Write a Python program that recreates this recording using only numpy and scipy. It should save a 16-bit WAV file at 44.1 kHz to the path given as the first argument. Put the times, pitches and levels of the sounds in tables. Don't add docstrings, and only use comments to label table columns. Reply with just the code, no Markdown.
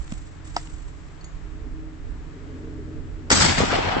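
import sys
import numpy as np
from scipy import signal
from scipy.fft import rfft, irfft, next_fast_len
from scipy.io import wavfile
from scipy.ndimage import uniform_filter1d, minimum_filter1d, map_coordinates

SR = 44100
rng = np.random.default_rng(int(sys.argv[2]) if len(sys.argv) > 2 else 0)


def digitize_waveform(pressure):
    field = np.atleast_2d(pressure).T
    bounded = np.clip(field, -1, 1)
    quanta = np.round(bounded * 32767).astype(np.int16)
    wavfile.write(sys.argv[1], SR, quanta)


N = 176400
T = np.arange(N) / SR
TOP_HZ, GUN_LAG_S = 8050, .00018

# f/Hz, level/dB
CRACK_SPECTRUM = [(35, -30), (60, -20.5), (462, -4), (871, -3.5), (984, -4), (1280, -3.5), (1930, 1.5),
                  (2520, -10.5), (3150, -6.5), (4110, -11.5), (4460, -4), (5360, -2.5), (6180, -9.5),
                  (7900, -5), (10300, -20), (17400, -120)]
# f/Hz, level/dB
RUSTLE_SPECTRUM = [(200, -7), (1200, -2.5), (3000, -5.5), (5000, -7.5), (6500, -5), (7800, 4)]


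def amp(db):
    return 10 ** (np.asarray(db) / 20)


def unit(x):
    return x / np.sqrt(np.mean(x ** 2) + 1e-20)


def along(points, hz):
    f, v = np.transpose(points)
    return np.interp(np.log(hz + 1), np.log(f + 1), v)


def colour(points):
    return lambda f: amp(along(points, f))


def wobble(rate):
    return map_coordinates(rng.standard_normal(int(4 * rate) + 4), [T * rate], mode="nearest")


def filtered(x, response):
    m = next_fast_len(N + SR // 2)
    return irfft(rfft(x, m) * response(np.fft.rfftfreq(m, 1 / SR)), m)[..., :N]


def placed(x, lag=0, pan_db=0):
    side = np.array([[1], [-1]])
    return filtered(x, lambda f: np.exp(-np.pi * 1j * f * lag * side)) * amp(side * pan_db / 2)


def noise(gain, alike=0):
    mid, side = filtered(rng.standard_normal((2, N)), gain)
    angle = np.arccos(np.clip(alike, -1, 1)) / 2
    return unit(np.cos(angle) * mid + np.sin(angle) * side * np.array([[1], [-1]]))


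def struck(s, t60, rise=0.00041):
    t = np.maximum(T - s, 0)
    return (1 - np.exp(-t / rise)) * amp(-60 * t / t60)


def swells(rows):
    power = 0
    for s, db, rise, fall in rows:
        attack = np.exp(-(np.minimum(T - s, 0) / rise) ** 2)
        power = power + attack * amp(2 * (db - fall * np.maximum(T - s, 0)))
    return np.sqrt(power)


def hush():
    # f/Hz, level/dB
    spectrum = [(60, -18), (110, -3.5), (160, 1.5), (200, -13.5), (300, -6), (360, -11.5), (520, -17),
                (800, -17), (1200, -16.5), (1800, -18.5), (2500, -24), (3800, -29.5), (6000, -33),
                (7900, -31.5)]
    return placed(amp(-47 + 0.51 * wobble(4.38)) * noise(colour(spectrum), alike=0.13), pan_db=3)


def wind():
    # t/s, level/dB
    gusts = [(0.0, -31), (0.28, -39.5), (0.32, -47), (0.54, -37), (1.22, -41), (1.3, -37), (1.75, -33.5),
             (1.98, -41.5), (2.05, -32), (2.48, -43.5), (3.19, -36), (3.28, -36)]
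    # f/Hz, level/dB
    buffet = [(15, -8), (36, 4), (60, -2), (110, -21), (200, -31.5), (600, -64.5), (2000, -100)]
    level_db = np.interp(T, *np.transpose(gusts)) + 1.5 * wobble(11)
    return placed(amp(level_db) * noise(colour(buffet), alike=0.34), pan_db=-7.5)


def engine():
    # t/s, level/dB
    drone_contour = [(0, -56), (.85, -54.5), (1.3, -58), (1.65, -45), (1.9, -49.5), (2.05, -49),
                     (2.3, -47.5), (2.55, -42), (2.8, -40), (3.1, -45), (3.3, -42.5)]
    # f/Hz, level/dB
    drone_spectrum = [(150, -42), (220, -11.5), (250, 3), (320, 0), (345, -13), (400, -4), (455, -4.5),
                      (495, -23.5), (570, -13), (680, -25), (1100, -59.5)]
    # f/Hz, level/dB
    low_tones = [(86.5, -42), (130, -48), (152, -51), (174, -54)]
    # t/s, level/dB
    whine_contour = [(0, -59.5), (1.3, -58.5), (1.6, -51.5), (1.88, -43.5), (2.02, -59), (2.45, -56),
                     (2.8, -42.5), (3.05, -53), (3.3, -55)]

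    def tone(hz, db):
        return np.sqrt(2) * amp(db + 2.2 * wobble(4.3)) * np.sin(2 * np.pi * hz * T + .5 * wobble(5.87))

    drone_db = np.interp(T, *np.transpose(drone_contour))
    drone = amp(drone_db) * noise(colour(drone_spectrum), alike=0.86)
    dip_db = 0.44 * (drone_db - drone_db.max())
    hum = sum(tone(hz, db + dip_db) for hz, db in low_tones)
    whine = tone(hz=314.2, db=np.interp(T, *np.transpose(whine_contour)))
    return placed(drone + hum + whine, pan_db=1)


def handling():
    # t/s, level/dB
    scuffs = [(.078, -41), (.095, -43), (0.105, -44), (0.1214, -30), (.672, -36)]
    # f/Hz, level/dB
    skin = [(200, -5), (1200, -2), (3000, -3.5), (4300, -12), (7700, -6), (10000, -40)]
    # crest t/s, level/dB, rise/s, fall/(dB/s)
    rubs = [(.02, -52.5, 0.064, 36), (.12, -47, 0.017, 123), (.258, -52, .004, 798),
            (.452, -50, 0.0056, 34), (.585, -47, 0.031, 78), (.655, -49, 0.0049, 500),
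            (.74, -54, 0.065, 38)]
    bump_s, bump_hz, bump_width_s = .1255, 190, 0.003
    t = T - bump_s
    bump = -amp(-20) * np.exp(-(t / bump_width_s) ** 2) * np.sin(2 * np.pi * bump_hz * t)
    hands = sum(amp(db) * struck(s, t60=0.02) for s, db in scuffs) * noise(colour(skin), alike=0.2)
    flutter = unit(amp(3 * wobble(130)))
    cloth = noise(lambda f: amp(along(RUSTLE_SPECTRUM, f)) * (f < TOP_HZ), alike=.4)
    return placed(bump + hands + swells(rubs) * flutter * cloth, GUN_LAG_S)


def steel_clicks():
    # t/s, upper mode/dB, lower mode/dB, tick/dB
    clicks = [(1.211, -57.5, -44, -56), (1.243, -43.5, -45, -31)]
    # f/Hz, t60/s, relative after-ring/dB
    modes = [(6735, .07, -14), (4450, .04, -26)]
    steel = np.zeros(N)
    for s, *levels, tick_db in clicks:
        steel += amp(tick_db) * struck(s, t60=.03) * noise(colour(RUSTLE_SPECTRUM))[0]
        for db, (hz, t60, after_db) in zip(levels, modes):
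            ring = struck(s, t60) + amp(after_db) * struck(s, t60=0.56)
            steel += amp(db) * ring * np.sin(2 * np.pi * hz * T + wobble(220))
    return placed(steel, GUN_LAG_S)


def action_clack():
    # t/s, relative level/dB
    cracks = [(0.564, -24), (.5654, -18.5), (.5667, -19)]
    # f/Hz, relative level/dB, t60/s
    stock_modes = [(307, -11.5, .05), (585, -18, 0.046), (699, -4.5, 0.051), (802, -3, 0.027),
                   (952, -2, 0.034), (1292, -3.5, 0.033), (1570, -14, 0.022), (1960, -14, 0.041),
                   (3900, -11, 0.022), (4750, -11, .014), (5030, -7, 0.016), (5570, -21, 0.012),
                   (7800, -19, .03)]
    ring_s, ring_db = .5648, -15.5
    gun = ground = 0
    for hz, db, t60 in stock_modes:
        ring = amp(ring_db + db + rng.normal(0, 1)) * struck(ring_s, t60)
        gun = gun + ring * np.sin(2 * np.pi * hz * T + rng.uniform(0, 2 * np.pi))
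    for s, db in cracks:
        gun = gun + amp(db + 0.5) * struck(s, t60=.009) * noise(colour(CRACK_SPECTRUM))[0]
        ground = ground + amp(db - 18) * struck(s, t60=.12) * noise(colour(CRACK_SPECTRUM))
    return placed(gun, GUN_LAG_S) + ground


def travelled(x):
    # f/Hz, gain/(dB/s)
    far_body = [(40, 1.5), (150, 2.5), (300, -8.5), (500, -3), (750, 13.5), (1100, 4.5), (1500, 0.5),
                (3000, 5.5), (7900, -19.5)]
    air_db_per_s, air_hz, neutral_s, patch_db = 22, 5960, 3.42, 2
    hz, t, spectra = signal.stft(x, SR, nperseg=512)
    travel_s = np.clip(t - neutral_s, -.1, 1)
    db_per_s = along(far_body, hz) - air_db_per_s * np.minimum(hz / air_hz, 2) ** 1.06
    patches = uniform_filter1d(rng.standard_normal(spectra.shape[1:]), size=3, axis=-2)
    patches = unit(uniform_filter1d(patches, size=7, axis=-1))
    gain = amp(patch_db * patches + db_per_s[:, None] * travel_s)
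    return signal.istft(spectra * gain, SR, nperseg=512)[1][:, :N]


def rolling_echoes():
    # crest t/s, level/dB, rise/s, fall/(dB/s)
    rolls = [(3.322, -16, 0.0025, 81), (3.425, -16, 0.024, 59), (3.462, -21, .015, 189),
             (3.585, -19, 0.0096, 57), (3.725, -20.5, 0.054, 18.5), (3.92, -25.5, 0.065, 26)]
    # f/Hz, level/dB
    scatter = [(25, -33), (50, -6), (95, -4), (180, -7.5), (300, -7), (500, -10), (800, -9), (1150, -10.5),
               (1550, -6.5), (2000, -11.5), (2700, -13.5), (3800, -14.5), (5000, -12), (6300, -16),
               (7900, -11.5)]

    def share(f):
        return np.clip(0.3 / (1 + f / 3000) + 1.8 / (1 + (f / 133) ** 2), 0, .95)

    roughness = unit(np.exp(.3 * np.array([wobble(2500) for _ in range(3)])))
    grains = roughness * rng.standard_normal((3, N))
    diffuse = filtered(grains[:2], lambda f: np.sqrt(1 - share(f)))
    trees = placed(filtered(grains[2], lambda f: np.sqrt(share(f))), lag=-0.000894)
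    tail = travelled(unit(filtered(diffuse + trees, lambda f: amp(along(scatter, f)) * (f < TOP_HZ))))
    flutter = amp(1.1 * wobble(70))
    return placed(tail * swells(rolls) * flutter, pan_db=2)


def slap_echoes():
    # t/s, relative level/dB, centre f/Hz, scatter t60/s, left lag/s
    slaps = [(3.382, -14.5, 250, 0.035, 0.0011), (3.422, -23.5, 129, 0.038, .0005),
             (3.438, -19.5, 136, 0.041, 0), (3.44, -21, 1380, 0.068, .0003), (3.475, -22.5, 129, 0.03, 0),
             (3.583, -21, 148, 0.073, -.0006), (3.6, -21.5, 131, .05, -.0006),
             (3.6044, -11, 526, 0.031, -0.00023), (3.621, -16, 110, .07, -0.0024),
             (3.635, -14.5, 330, 0.064, -.0008), (3.713, -21.5, 1575, 0.088, 0),
             (3.729, -16.5, 574, .06, 0), (3.741, -38, 166, .04, 0), (3.788, -16, 440, 0.072, -.0008),
             (3.851, -23, 400, .05, -0.012), (3.882, -21, 507, 0.029, -0.00037),
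             (3.967, -15, 420, 0.092, -.0009)]
    pulse_db, scatter_db, pulse_cycles, band_width = 1.5, -3.5, .7, 1.24
    out = 0
    for s, db, hz, t60, lag in slaps:
        cycles = (T - s) * hz - .5
        pulse = amp(pulse_db) * np.sin(2 * np.pi * cycles) * np.exp(-(cycles / pulse_cycles) ** 2)
        band = noise(lambda f: 1 / (1 + ((f / hz - hz / (f + 1)) / band_width) ** 2), alike=0.78)
        scatter = amp(scatter_db) * struck(s, t60, rise=.001) * band
        out = out + placed(amp(db) * (pulse + scatter), lag, pan_db=2)
    return out


def gunshot():
    # t/s, gas level/dB, t60/s, relative push/dB, left lag/s
    blasts = [(3.303, -11, 0.065, -16, 0.00022), (3.3135, -8, 0.056, -3, .00018),
              (3.3177, -11.5, 0.038, -31, 0.00022), (3.3256, -10.5, .018, -24, 0.00015)]
    lead_in_s, push_s = 3.2992, 0.00082
    out = amp(-27) * struck(lead_in_s, t60=0.017) * noise(colour(CRACK_SPECTRUM), alike=.6)
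    for s, db, t60, push_db, lag in blasts:
        age = np.maximum(T - s, 0) / push_s
        push = -amp(push_db) * np.sin(np.pi * age / 1.5) * np.exp(-age / 2.05)
        push = push * amp([[2], [-5]])
        gas = amp(db) * struck(s, t60, rise=0.00014) * noise(colour(CRACK_SPECTRUM), alike=0.72)
        out = out + placed(push + gas, lag, pan_db=1.5)
    return out


def scene():
    shot = gunshot() + rolling_echoes() + slap_echoes()
    foley = action_clack() + steel_clicks() + handling()
    return shot + foley + wind() + hush() + engine()


def record(dry):
    ceiling, hold = .92, int(0.0014 * SR)
    lowpass = lambda f: 1 / (1 + (f / TOP_HZ) ** 160)
    x = filtered(dry, lowpass)
    peak = np.maximum(np.abs(x).max(axis=0), ceiling)
    gain = minimum_filter1d(ceiling / peak, 2 * hold)
    return filtered(x * uniform_filter1d(gain, hold), lowpass)


dry = scene()
out = record(dry)
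digitize_waveform(out)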